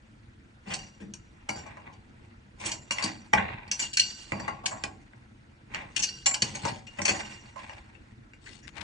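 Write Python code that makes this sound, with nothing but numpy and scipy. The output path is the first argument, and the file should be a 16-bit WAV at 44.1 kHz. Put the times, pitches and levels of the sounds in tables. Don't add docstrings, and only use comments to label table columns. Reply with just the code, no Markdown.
import sys
import numpy as np
from scipy import signal
from scipy.fft import rfft, irfft, next_fast_len
from scipy.io import wavfile
from scipy.ndimage import uniform_filter1d, map_coordinates

SR = 44100
rng = np.random.default_rng(int(sys.argv[2]) if len(sys.argv) > 2 else 0)


def wrap_up_sound(samples):
    columns = np.atleast_2d(samples).T
    tamed = np.clip(columns, -1, 1)
    steps = np.round(tamed * 32767).astype(np.int16)
    wavfile.write(sys.argv[1], SR, steps)


N = 389391


def amp(db):
    return 10 ** (np.asarray(db) / 20)


def unit(x):
    return x / np.sqrt(np.mean(x ** 2, -1, keepdims=True) + 1e-20)


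def along(points, hz):
    f, v = np.transpose(points)
    return np.interp(np.log(hz + 1), np.log(f + 1), v)


def wobble(rate):
    knots = rng.standard_normal(int(N * rate / SR) + 4)
    return map_coordinates(knots, [np.arange(N) * rate / SR])


def filtered(x, response):
    m = next_fast_len(N + SR // 2)
    return irfft(rfft(x, m) * response(np.fft.rfftfreq(m, 1 / SR)), m)[..., :N]


def resonance(f, hz, width_hz):
    return 1j * f * width_hz / (hz * hz - f * f + 1j * f * width_hz)


def body(peaks, f):
    return sum((-1) ** k * amp(db) * resonance(f, hz, width) for k, (hz, width, db) in enumerate(peaks))


# [f/Hz, phase/rad]
PORT_LEAD = [(0, 0), (340, 0.0), (780, 3.2), (1380, -0.1), (1640, 0.5), (2240, -3.0), (2580, -3.3),
             (3530, -7.4), (5430, -6.3), (10700, -6.3)]


def ports(f):
    return np.exp(.5j * np.array([[1], [-1]]) * along(PORT_LEAD, f))


def pair(z, alike, f):
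    turn = np.arccos(np.clip(along(alike, f), -1, 1)) / 2
    mid = z[..., 0, :] * np.cos(turn)
    side = z[..., 1, :] * np.sin(turn)
    return np.stack([mid + side, mid - side], -2)


def noise(patchy_db, alike, colour):
    z = signal.stft(rng.standard_normal((2, N)), nperseg=256)[2]
    across_pitch = uniform_filter1d(rng.standard_normal(z.shape[1:]), size=4, axis=0)
    field = uniform_filter1d(across_pitch, size=6, axis=1)
    x = signal.istft(z * amp(patchy_db * field / field.std()), nperseg=256)[1][:, :N]
    m = next_fast_len(N + SR // 2)
    f = np.fft.rfftfreq(m, 1 / SR)
    return unit(irfft(pair(rfft(x, m), alike, f) * colour(f), m)[:, :N])


# [f/Hz, relative level/dB]
RUMBLE_COLOUR = [(15, -37), (25, -7.5), (43, -3.5), (128, -2.5), (163, -19.5), (189, -14), (210, -4.5),
                 (274, -12), (293, -12), (357, -11), (392, -34.5), (436, -18.5), (479, -24), (518, -30.5),
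                 (600, -43.5), (780, -71), (1320, -120)]
HISS_COLOUR = [(290, -31.5), (500, -0.5), (588, -4), (924, -3.5), (1220, -6), (1330, 1.5), (1420, 0.5),
               (10000, -25.5), (13000, -39.5), (22000, -120)]
# [f/Hz, likeness from -1 to 1]
HUM_LIKENESS = [(60, 0.98), (170, 1), (280, 0.51), (470, 0.042), (1330, -0.38), (3750, -0.028), (10500, 1)]


def hum(rumble_db=-52.5, hiss_db=-61.5):
    rumble = noise(2.54, HUM_LIKENESS, lambda f: amp(along(RUMBLE_COLOUR, f)))
    hiss = noise(2.2, HUM_LIKENESS, lambda f: amp(along(HISS_COLOUR, f)))
    return amp(rumble_db) * rumble + amp(hiss_db) * hiss


# [t/s, peak level/dB]
CLOTH_SNAGS = [(8.6741, -28), (8.679, -26), (8.6895, -34), (8.7566, -32), (8.7684, -22), (8.7812, -23),
               (8.7872, -30), (8.8095, -22), (8.813, -20)]


def sleeve(crackle_db=-14, drop_10db_s=.0089, right_db=-22):
    snaps, t, now = np.zeros(N + SR), np.arange(60) / SR, np.arange(N) / SR
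    level = 0
    for s, db in CLOTH_SNAGS:
        snap = np.cos(2 * np.pi * rng.uniform(2000, 4000) * t) * amp(-60 * t / .0014)
        snaps[round(s * SR):][:len(t)] += amp(db) * snap
        level = level + (now > s) * amp(db + crackle_db - 10 * np.abs(now - s) / drop_10db_s)
    grit = amp(4 * wobble(500)) * rng.standard_normal(N)
    crackle = level * unit(filtered(grit, lambda f: resonance(f, 2000, 3000) ** 2))
    return (snaps[:N] + crackle) * amp([[0], [right_db]])


def singing(hz=1122, width_hz=20, start_s=4.32, hold_until_s=4.76, level_db=-49.5, drop_20db_s=.16):
    now = np.arange(N) / SR
    fade_db = 20 * np.maximum(now - hold_until_s, 0) / drop_20db_s
    level = (now > start_s) * amp(level_db - fade_db)
    return level * noise(0.63, [(1000, 0.94)], lambda f: resonance(f, hz, width_hz) ** 2 * ports(f))


# [peak t/s, swell/s, fade/s, low drag level/dB, scrape level/dB,
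# rustle level/dB, left over right/dB (scrape and rustle only)]
RUB_STROKES = [(.72, 0.06, 0.21, -85, -43.5, -45, 0), (1.56, 0.076, 1, -57.5, -58.5, -70, 0),
               (1.72, 0.32, 0.24, -73, -51.5, -80, -1), (1.85, 0.044, 0.065, -61, -55, -86, 1),
               (2.659, 0.067, 0.14, -49, -36.5, -40.5, -2), (3.051, 0.13, 0.17, -55, -35, -41.5, -1.5),
               (3.41, 0.031, 0.31, -40.5, -32, -75.5, -1), (3.85, 0.1, 0.089, -67.5, -49.5, -38.5, -1.5),
               (4.12, 0.11, 0.32, -60, -60, -48, -7), (4.5, 0.19, 0.19, -45.5, -43.5, -79, 0.5),
               (4.8, 0.14, 0.38, -55, -53, -59, 0.5), (5.76, 0.061, 0.18, -39.5, -38.5, -58, -2),
               (6.1, 0.2, 0.64, -55.5, -65.5, -50.5, 0), (6.49, 0.074, 0.21, -45, -44.5, -40.5, 0),
               (6.68, 0.067, 0.14, -34, -39.5, -42.5, 0), (7.201, 0.23, 0.29, -49.5, -39, -44, -2),
               (7.602, 0.048, 0.37, -54, -45, -54.5, 0), (8.8, 0.058, 0.17, -50, -44.5, -61, 16),
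               (8.5, 0.087, 0.17, -57, -59, -50.5, 13.5)]
# [f/Hz, relative level/dB]
RUSTLE_COLOUR = [(1470, -7), (2500, 1), (4190, 1), (9370, -5.5), (9770, -34), (10500, -59), (13600, -102.5),
                 (22000, -120)]
# [f/Hz, width/Hz, relative level/dB]
PIPE_PEAKS = [(1565, 120, 7.5), (1926, 200, 11), (2440, 244, 15.5), (2446, 207, 10.5), (2696, 85, 1.5),
              (2830, 82, 5.5), (3260, 1300, -5.5), (3780, 750, -1.5)]
TANK_PEAKS = [(539.5, 69, -2.5), (691, 120, -1.5), (762.5, 6.7, 11), (833, 41, 6), (959, 42, 12),
              (961.5, 198, 8), (1047.3, 27, 10), (1098, 8.9, 5.5), (1258, 330, -5.5), (1395, 12, 0.5),
              (1642, 5.3, 2), (2040, 52, -12)]
PANEL_PEAKS = [(204, 23.5, 5.5), (318.7, 44, -1.5), (434, 130, -8)]
AIR_PEAKS = [(95, 27, 0.0097), (138, 33, 0.0036)]
FITTING_PEAKS = [(2830, 130, 2), (3950, 160, -6), (4400, 130, 1), (4640, 110, 2), (5350, 140, -6),
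                 (5750, 220, 2), (6700, 170, -2), (7350, 200, -1), (7950, 170, -3), (9050, 220, -7)]
# [f/Hz, likeness from -1 to 1]
ROOM_LIKENESS = [(100, 1), (300, 0.67), (1000, 0.067), (10000, 0.8)]


def rubbing(stroke_drop_db=20.5, rest_db=(-62.5, -72, -83), step=64):
    s, swell_s, fade_s, *level_db, pan_db = np.transpose(RUB_STROKES)[:, :, None]
    late = np.arange(0, N, step) / SR - s
    shape = amp(-stroke_drop_db * np.where(late < 0, (late / swell_s) ** 2, late / fade_s))
    sides = amp(pan_db * [.5, -.5])

    def level(db, faint_db):
        coarse = (amp(db) * sides).T @ shape + amp(faint_db)
        return np.array([np.interp(np.arange(N), np.arange(len(c)) * step, c) for c in coarse])

    drag, scrape, rustle = [level(db, faint_db) for db, faint_db in zip(level_db, rest_db)]
    grip = amp(2 * wobble(300) + 2 * wobble(50) + 2 * wobble(14))
    cabinet = lambda f: body(PANEL_PEAKS, f) + amp(2.5) * body(AIR_PEAKS, f)
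    sheet = lambda f: (body(TANK_PEAKS, f) + amp(-5.5) * body(PIPE_PEAKS, f)) * ports(f)
    hiss = lambda f: amp(along(RUSTLE_COLOUR, f)) * (.7 + body(FITTING_PEAKS, f)) * ports(f)
    drag = drag.mean(0) * noise(4.0, ROOM_LIKENESS, cabinet)
    scrape = scrape * noise(1.8, [(1000, 0.2)], sheet)
    rustle = rustle * noise(3.5, [(5000, .6)], hiss)
    return drag + grip * (scrape + rustle)


# [f/Hz, width/Hz before any blur, relative level/dB]
WRENCH_MODES = [(1530, 14, -7.5), (1960, 10, -11), (2315, 20, -8), (2800, 27, 1.5), (2860, 9, -7),
                (3550, 12, -14), (4120, 14, -7), (4226, 14, -22.5), (4377, 3.3, -2.5), (4625, 3.3, 1),
                (4670, 16, -1), (5500, 11, -13), (5340, 8.3, -12.5), (5900, 12, -1), (5700, 10, -8.5),
                (5810, 26, -2.5), (5925, 19, -5), (5620, 18, -5), (6560, 20, -10.5), (6770, 12, -2),
                (7289, 16, 3), (7670, 39, -5.5), (7450, 18, -11), (9200, 9.5, -18), (9500, 16, -10.5)]
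# [from f/Hz, to f/Hz]
JANGLE_GROUPS = [(1400, 3500), (3500, 5000), (5000, 6200), (6200, 9500)]
# [t/s, time to lose 60 dB/s, low level/dB, middle level/dB,
# high level/dB, top level/dB]
JANGLE_TIMES = [(0.77, 0.78, -61, -57, -53, -60), (1.14, 0.89, -72, -75, -66, -69),
                (2.72, 0.58, -52, -57, -53.5, -50), (3.049, 0.53, -46, -50, -47, -49),
                (3.82, 0.72, -46, -44, -50, -49), (4.01, 0.66, -39.5, -35, -37.5, -42),
                (4.67, 0.66, -55, -53, -55, -47), (6.045, .8, -43, -39, -43.5, -49),
                (6.35, 0.74, -50, -53, -53, -49), (7.11, 0.97, -39, -53, -44, -45)]


def jangle(blur=3, onset_s=.0087):
    now, out = np.arange(N) / SR, 0
    for k, (low, high) in enumerate(JANGLE_GROUPS):
        level = 0
        for s, t60, *db in JANGLE_TIMES:
            onset = np.clip((now - s) / onset_s, 0, 1)
            level = level + onset * amp(db[k] - 60 * np.abs(now - s) / t60)
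        group = [mode for mode in WRENCH_MODES if low < mode[0] < high]
        modes = lambda f: sum(amp(db) * resonance(f, hz, blur * width) ** 2 for hz, width, db in group)
        out = out + level * noise(4.8, [(5000, 1.0)], lambda f: ports(f) * modes(f))
    return out


# [f/Hz, time to lose 60 dB/s]
ECHO_TIMES = [(150, 0.78), (700, 0.34), (2000, 0.14), (5000, 0.14), (10000, 0.14)]


def tails(count):
    f, t, z = signal.stft(rng.standard_normal((count, 2, SR // 2)), SR, nperseg=256)
    tail = signal.istft(z * amp(-60 * t / along(ECHO_TIMES, f)[:, None]), SR, nperseg=256)[1]
    return unit(tail) / np.sqrt(tail.shape[-1])


SPAN, LEAD_IN = 32768, 1000


def close(to_hz, own_hz):
    return np.exp(-(np.log(own_hz / to_hz) / .03) ** 2)


def chatter(s, fall_ms, grain_db=4, rattle_t60=1.0, blow=8.35, blow_ms=9.8):
    rise_ms = 0.18 * fall_ms
    ms = 1000 * np.arange(-LEAD_IN, SR // 3) / SR
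    late = ms - rise_ms
    rising = np.clip(ms / np.maximum(rise_ms, .3), 0, 1) ** (rise_ms / 7)
    swell = np.where(late < 0, rising, np.exp(-(late / np.maximum(fall_ms, 1)) ** 2))
    rattle = np.where(late < 0, rising, amp(-60 * np.abs(late) / 1000 / rattle_t60))
    rattle = rattle * (ms < 1000 * np.diff(s, axis=0, append=np.inf))
    grain = uniform_filter1d(rng.standard_normal(swell.shape), size=30, axis=1)
    taps = amp(grain_db * unit(grain))
    first_tap = blow * np.exp(-(fall_ms / blow_ms) ** 2) * (np.arange(len(ms)) == LEAD_IN + 20)
    envelopes = np.array([swell * taps, swell + 0.35 * rattle])
    return rfft(envelopes * rng.standard_normal(swell.shape) + first_tap, SPAN)


def wrench_ring(shaking, f, hz, first_hz, second_hz, ring_db, fall_ms, scatter_db=2):
    mode_hz, width, mode_db = np.transpose(WRENCH_MODES)
    near = 0.15 + close(first_hz, mode_hz) + 0.78 * close(second_hz, mode_hz) + 0.12 * close(hz, mode_hz)
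    signs = (-1) ** np.arange(len(WRENCH_MODES))
    share = near * amp(mode_db + scatter_db * rng.standard_normal(near.shape)) * signs
    power = uniform_filter1d(np.abs(shaking) ** 2, size=7, axis=1)
    share = share / np.sqrt(power[:, np.round(mode_hz * SPAN / SR).astype(int)] + 1e-12)
    ring = irfft(shaking * (share @ resonance(f, mode_hz[:, None], width[:, None])), SPAN)
    grip_t60 = 0.5 ** ((ring_db.max() - ring_db) / 23.5) + fall_ms / 250
    return rfft(ring * amp(-60 * np.arange(SPAN) / SR / grip_t60))


# [f/Hz, relative level/dB]
CLICK_COLOUR = [(800, -45.5), (2000, -0.5), (3500, -2.5), (6000, -1), (8000, -2), (11000, -13)]


def brass_click(f, hz, first_hz, second_hz, click_db, ring_db, floor=.24, dead_slope=.5, shift=.02):
    band_hz, band_width, band_db = np.transpose(FITTING_PEAKS)
    size = (len(hz), len(FITTING_PEAKS))
    gains = amp(band_db + 2 * rng.standard_normal(size)) * (-1) ** np.arange(len(FITTING_PEAKS))
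    gains = gains * (1.1 + close(first_hz, band_hz) + close(second_hz, band_hz) + close(hz, band_hz))
    centres = band_hz * (1 + shift * rng.standard_normal(size))
    brass = floor * amp(dead_slope * np.clip(click_db - ring_db, 0, 30))
    for gain, centre, wide in zip(gains.T, centres.T, band_width):
        brass = brass + gain[:, None] * resonance(f, centre[:, None], wide)
    return amp(along(CLICK_COLOUR, f)) * (0.98 + resonance(f, hz, 1500)) * brass


# [t/s, click level/dB, click centre f/Hz,
# wrench ring level/dB, first favoured wrench f/Hz, second favoured wrench f/Hz, pipe level/dB,
# pipe centre f/Hz, tank level/dB, cabinet panel level/dB, chatter length/ms, left over right/dB]
WRENCH_CONTACTS = [(0.655, -52, 2625, -59, 2900, 1530, -39, 2800, -38, -34.5, 49, 3),
                   (0.699, -30, 2870, -41, 2840, 1530, -27.5, 2980, -32.5, -39.5, 41, 1.5),
                   (0.735, -15.5, 4540, -47, 4625, 5800, -34, 2800, -42, -53, 17.5, -3.5),
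                   (0.789, -36.5, 4630, -35, 2870, 4625, -42, 2760, -70, -47, 5.6, 2),
                   (0.999, -57, 5740, -79, 1530, 2790, -45.5, 1640, -75, -33, 37, 6.5),
                   (1.137, -27.5, 6000, -45, 5750, 6900, -41, 2330, -52, -75, 5.5, 3),
                   (1.489, -20.5, 3700, -27, 2380, 4800, -20, 2200, -24, -29, 6.9, -1),
                   (1.551, -38.5, 2590, -37, 2340, 1530, -57, 2360, -37.5, -38, 57, -1),
                   (1.661, -48, 2650, -49, 2340, 1530, -43, 2300, -38, -61, 14.4, 6),
                   (1.77, -48, 2750, -55, 2340, 1530, -40, 2350, -35.5, -63, 5.7, 1),
                   (1.868, -60, 2790, -66, 2340, 2870, -36.5, 2360, -34, -46, 10.3, 4),
                   (1.928, -48.5, 2800, -55, 4625, 1530, -52, 1550, -57, -52, 11, 1),
                   (2.597, -33.5, 2680, -64, 2340, 4625, -41, 2350, -35.5, -45, 28, 5),
                   (2.64, -27, 7000, -51, 2330, 5680, -36, 2280, -34, -51, 61, 2),
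                   (2.657, -16.5, 8200, -32, 2830, 5370, -36, 2780, -57, -36, 14, -0.7),
                   (2.713, -18, 5040, -34, 5500, 2950, -29.5, 2350, -38, -38, 17, -0.5),
                   (2.908, -22, 4400, -18, 2360, 2870, -15, 2500, -22, -40, 1.96, -0.5),
                   (2.921, -19, 2720, -50, 4625, 2830, -52, 2080, -57, -40.5, 4.6, 4),
                   (2.984, -21.5, 3000, -24.5, 2900, 2340, -19.5, 2320, -28, -57, 2.6, 4.5),
                   (3.022, -20.5, 4830, -22, 4625, 2340, -28.5, 2830, -27.5, -37, 15, 7.5),
                   (3.04, -15.5, 4940, -42, 4625, 7400, -45, 2290, -34, -26, 7.1, -0.5),
                   (3.331, -18, 2670, -27.5, 1530, 2790, -4.5, 1680, -11, -20, 8.3, 2),
                   (3.348, -27.5, 2680, -58, 1530, 2790, -22, 2130, -17, -34.5, 6.5, -1.5),
                   (3.374, -35.5, 2750, -31, 2800, 1530, -13.5, 1660, -24.5, -30.5, 14, -1.2),
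                   (3.678, -41.5, 4630, -61, 1530, 2870, -51.5, 1550, -58.5, -57.5, 7, 4),
                   (3.713, -12, 5550, -27, 5800, 4700, -22, 2820, -39, -50, 14, 0),
                   (3.793, -17, 7200, -18, 2270, 6800, -30.5, 2300, -45.5, -48.5, 10, -1),
                   (3.822, -19, 4600, -24, 2770, 7289, -38, 2830, -56.5, -43.5, 7, 5),
                   (3.931, -19, 7100, -27, 2820, 4400, -42.5, 2800, -64, -51, 12, 4.5),
                   (3.97, -5.5, 4270, -23.5, 4377, 2360, -13, 2430, -40, -59, 11, 2.5),
                   (3.996, -1.5, 4590, -15, 4490, 2840, -42, 2780, -46, -42, 6.5, 1.7),
                   (4.32, -27, 3000, -34.5, 2320, 4625, -15.5, 2340, -19.5, -24.5, 1.9, -2),
                   (4.397, -32.5, 4300, -35, 4625, 2310, -28.5, 1740, -30, -41, 6.8, 0.5),
                   (4.479, -45.5, 2830, -37, 4625, 2830, -21, 1693, -20.5, -45, 6.1, 7),
                   (4.635, -76, 3900, -79, 1530, 2340, -65, 1300, -31.5, -42, 19, -5),
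                   (4.658, -11.5, 3900, -63, 2320, 2950, -20, 2190, -34.5, -40, 9, 4),
                   (4.708, -34.5, 7560, -40, 7440, 2340, -31, 1710, -28, -40.5, 25, -1),
                   (4.838, -14, 2400, -60, 2340, 1530, -19.5, 2230, -26.5, -32.5, 2.77, -0.5),
                   (5.133, -58.5, 2690, -77, 1530, 2340, -41.5, 1740, -45, -56, 2, 5),
                   (5.724, -38, 2560, -48, 2290, 2870, -27, 2120, -39.5, -58.5, 81, 6),
                   (5.746, -19.5, 2800, -38, 2340, 2810, -20.5, 2310, -28.5, -60, 2, -3.5),
                   (5.962, -11.5, 3100, -34, 2870, 4250, -21, 2880, -40, -43, 16, 8.5),
                   (5.991, -15.5, 6700, -31.5, 2630, 5750, -26.5, 2860, -34.5, -46.5, 14, -2),
                   (6.021, -18, 5760, -30.5, 5925, 2790, -41.5, 2830, -56, -47, 16, 13.5),
                   (6.031, -9.5, 5500, -26.5, 5700, 2850, -25.5, 2880, -45, -49.5, 14, 0),
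                   (6.088, -26, 4400, -29, 5520, 4377, -32, 2870, -55, -52.5, 6.3, -3),
                   (6.259, -7, 5470, -10, 7289, 7289, -21.5, 2220, -23, -47, 13, 5),
                   (6.311, -27, 6900, -20, 7289, 2340, -24, 2400, -35.5, -41, 6.9, 2),
                   (6.341, -13, 4230, -30.5, 2930, 5400, -25, 2890, -28.5, -72.5, 9.7, 0),
                   (6.42, -7.5, 4550, -27.5, 5810, 7289, -20, 2230, -28.5, -27, 7.7, 0.5),
                   (6.549, -26, 6700, -43, 2320, 4650, -28, 2170, -33.5, -44, 15, 2),
                   (6.652, -20.5, 5560, -38, 4625, 1530, -32.5, 1620, -19, -30.5, 7, 6.5),
                   (6.867, -40, 3200, -37, 2810, 5500, -38, 3070, -53, -65, 13, 3),
                   (6.986, -29, 2740, -60, 2370, 2960, -22, 2450, -22, -27.5, 12, 2.5),
                   (7.017, -22, 6500, -29, 7289, 5700, -21, 2420, -45.5, -32.5, 3.9, -4),
                   (7.051, -8.5, 6050, -36, 5700, 5900, -15, 2400, -23, -43, 15, 4.5),
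                   (7.078, -15, 4640, -30, 4625, 2870, -13.5, 2550, -22, -27, 22, 4.5),
                   (7.092, -13.5, 5800, -28, 6770, 4625, -18, 2520, -38, -38.5, 7.1, 0.5),
                   (7.559, -54, 5900, -46, 1530, 2920, -43, 1310, -32, -72, 7.8, -6),
                   (7.695, -38, 2790, -43.5, 1530, 2870, -29.5, 1850, -33.5, -60, 1.1, 6.5),
                   (7.949, -70, 2930, -53, 2870, 2360, -44, 2940, -55.5, -51, 5.8, 17),
                   (8.334, -63, 2990, -51.5, 1530, 2920, -37.5, 2200, -57, -63, 2.5, 1),
                   (8.46, -48, 3000, -64.5, 2870, 2360, -35.5, 1900, -54.5, -64, 21, 2),
                   (8.621, -54, 6710, -48.5, 6800, 5740, -42.5, 1820, -61, -51.5, 55, 4)]


def contacts(room_db=-3.5, spread_s=3e-5, pan_hz=600):
    columns = np.transpose(WRENCH_CONTACTS)[:, :, None]
    s, click_db, hz, ring_db, first_hz, second_hz = columns[:6]
    pipe_db, pipe_hz, tank_db, panel_db, fall_ms, pan_db = columns[6:]
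    f = np.fft.rfftfreq(SPAN, 1 / SR)
    force, shaking = chatter(s, fall_ms)
    ring = wrench_ring(shaking, f, hz, first_hz, second_hz, ring_db, fall_ms)
    click = force * brass_click(f, hz, first_hz, second_hz, click_db, ring_db)
    pipe = force * body(PIPE_PEAKS, f) * (0.4 + resonance(f, pipe_hz, 730))

    def scaled(db, z):
        return amp(db) * z / np.abs(irfft(z, SPAN)[:, :SR // 6]).max(1, keepdims=True)

    dry = scaled(click_db, click) + scaled(pipe_db, pipe) + scaled(ring_db, ring)
    dry = dry + scaled(tank_db, force * body(TANK_PEAKS, f))
    dry = dry + scaled(panel_db, force * body(PANEL_PEAKS, f))
    dry = dry + scaled(panel_db - 7.5, force * body(AIR_PEAKS, f))
    room = pair(rfft(tails(count=len(s)), SPAN), ROOM_LIKENESS, f)
    early = np.exp(1j * np.pi * f * spread_s * rng.standard_normal((len(s), 1, 1)) * [[1], [-1]])
    pan = amp(pan_db[:, None] * [[.5], [-.5]] * f / (f + pan_hz))
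    heard = irfft(dry[:, None] * (ports(f) * early + amp(room_db) * room) * pan, SPAN)
    out = np.zeros((2, N + SPAN))
    for start, sound in zip(np.round(s[:, 0] * SR).astype(int) - LEAD_IN, heard):
        out[:, start:start + SPAN] += sound
    return out[:, :N]


def scene():
    return hum() + sleeve() + singing() + rubbing() + jangle() + contacts()


# [f/Hz, gain/dB]
MIC_RESPONSE = [(9750, -2.5), (10000, -18.5), (11000, -32.5)]


def record(dry, top_hz=11150):
    heard = filtered(dry, lambda f: amp(along(MIC_RESPONSE, f)) * (f < top_hz))
    return heard + amp(-104) * rng.standard_normal(dry.shape)


dry = scene()
out = record(dry)
wrap_up_sound(out)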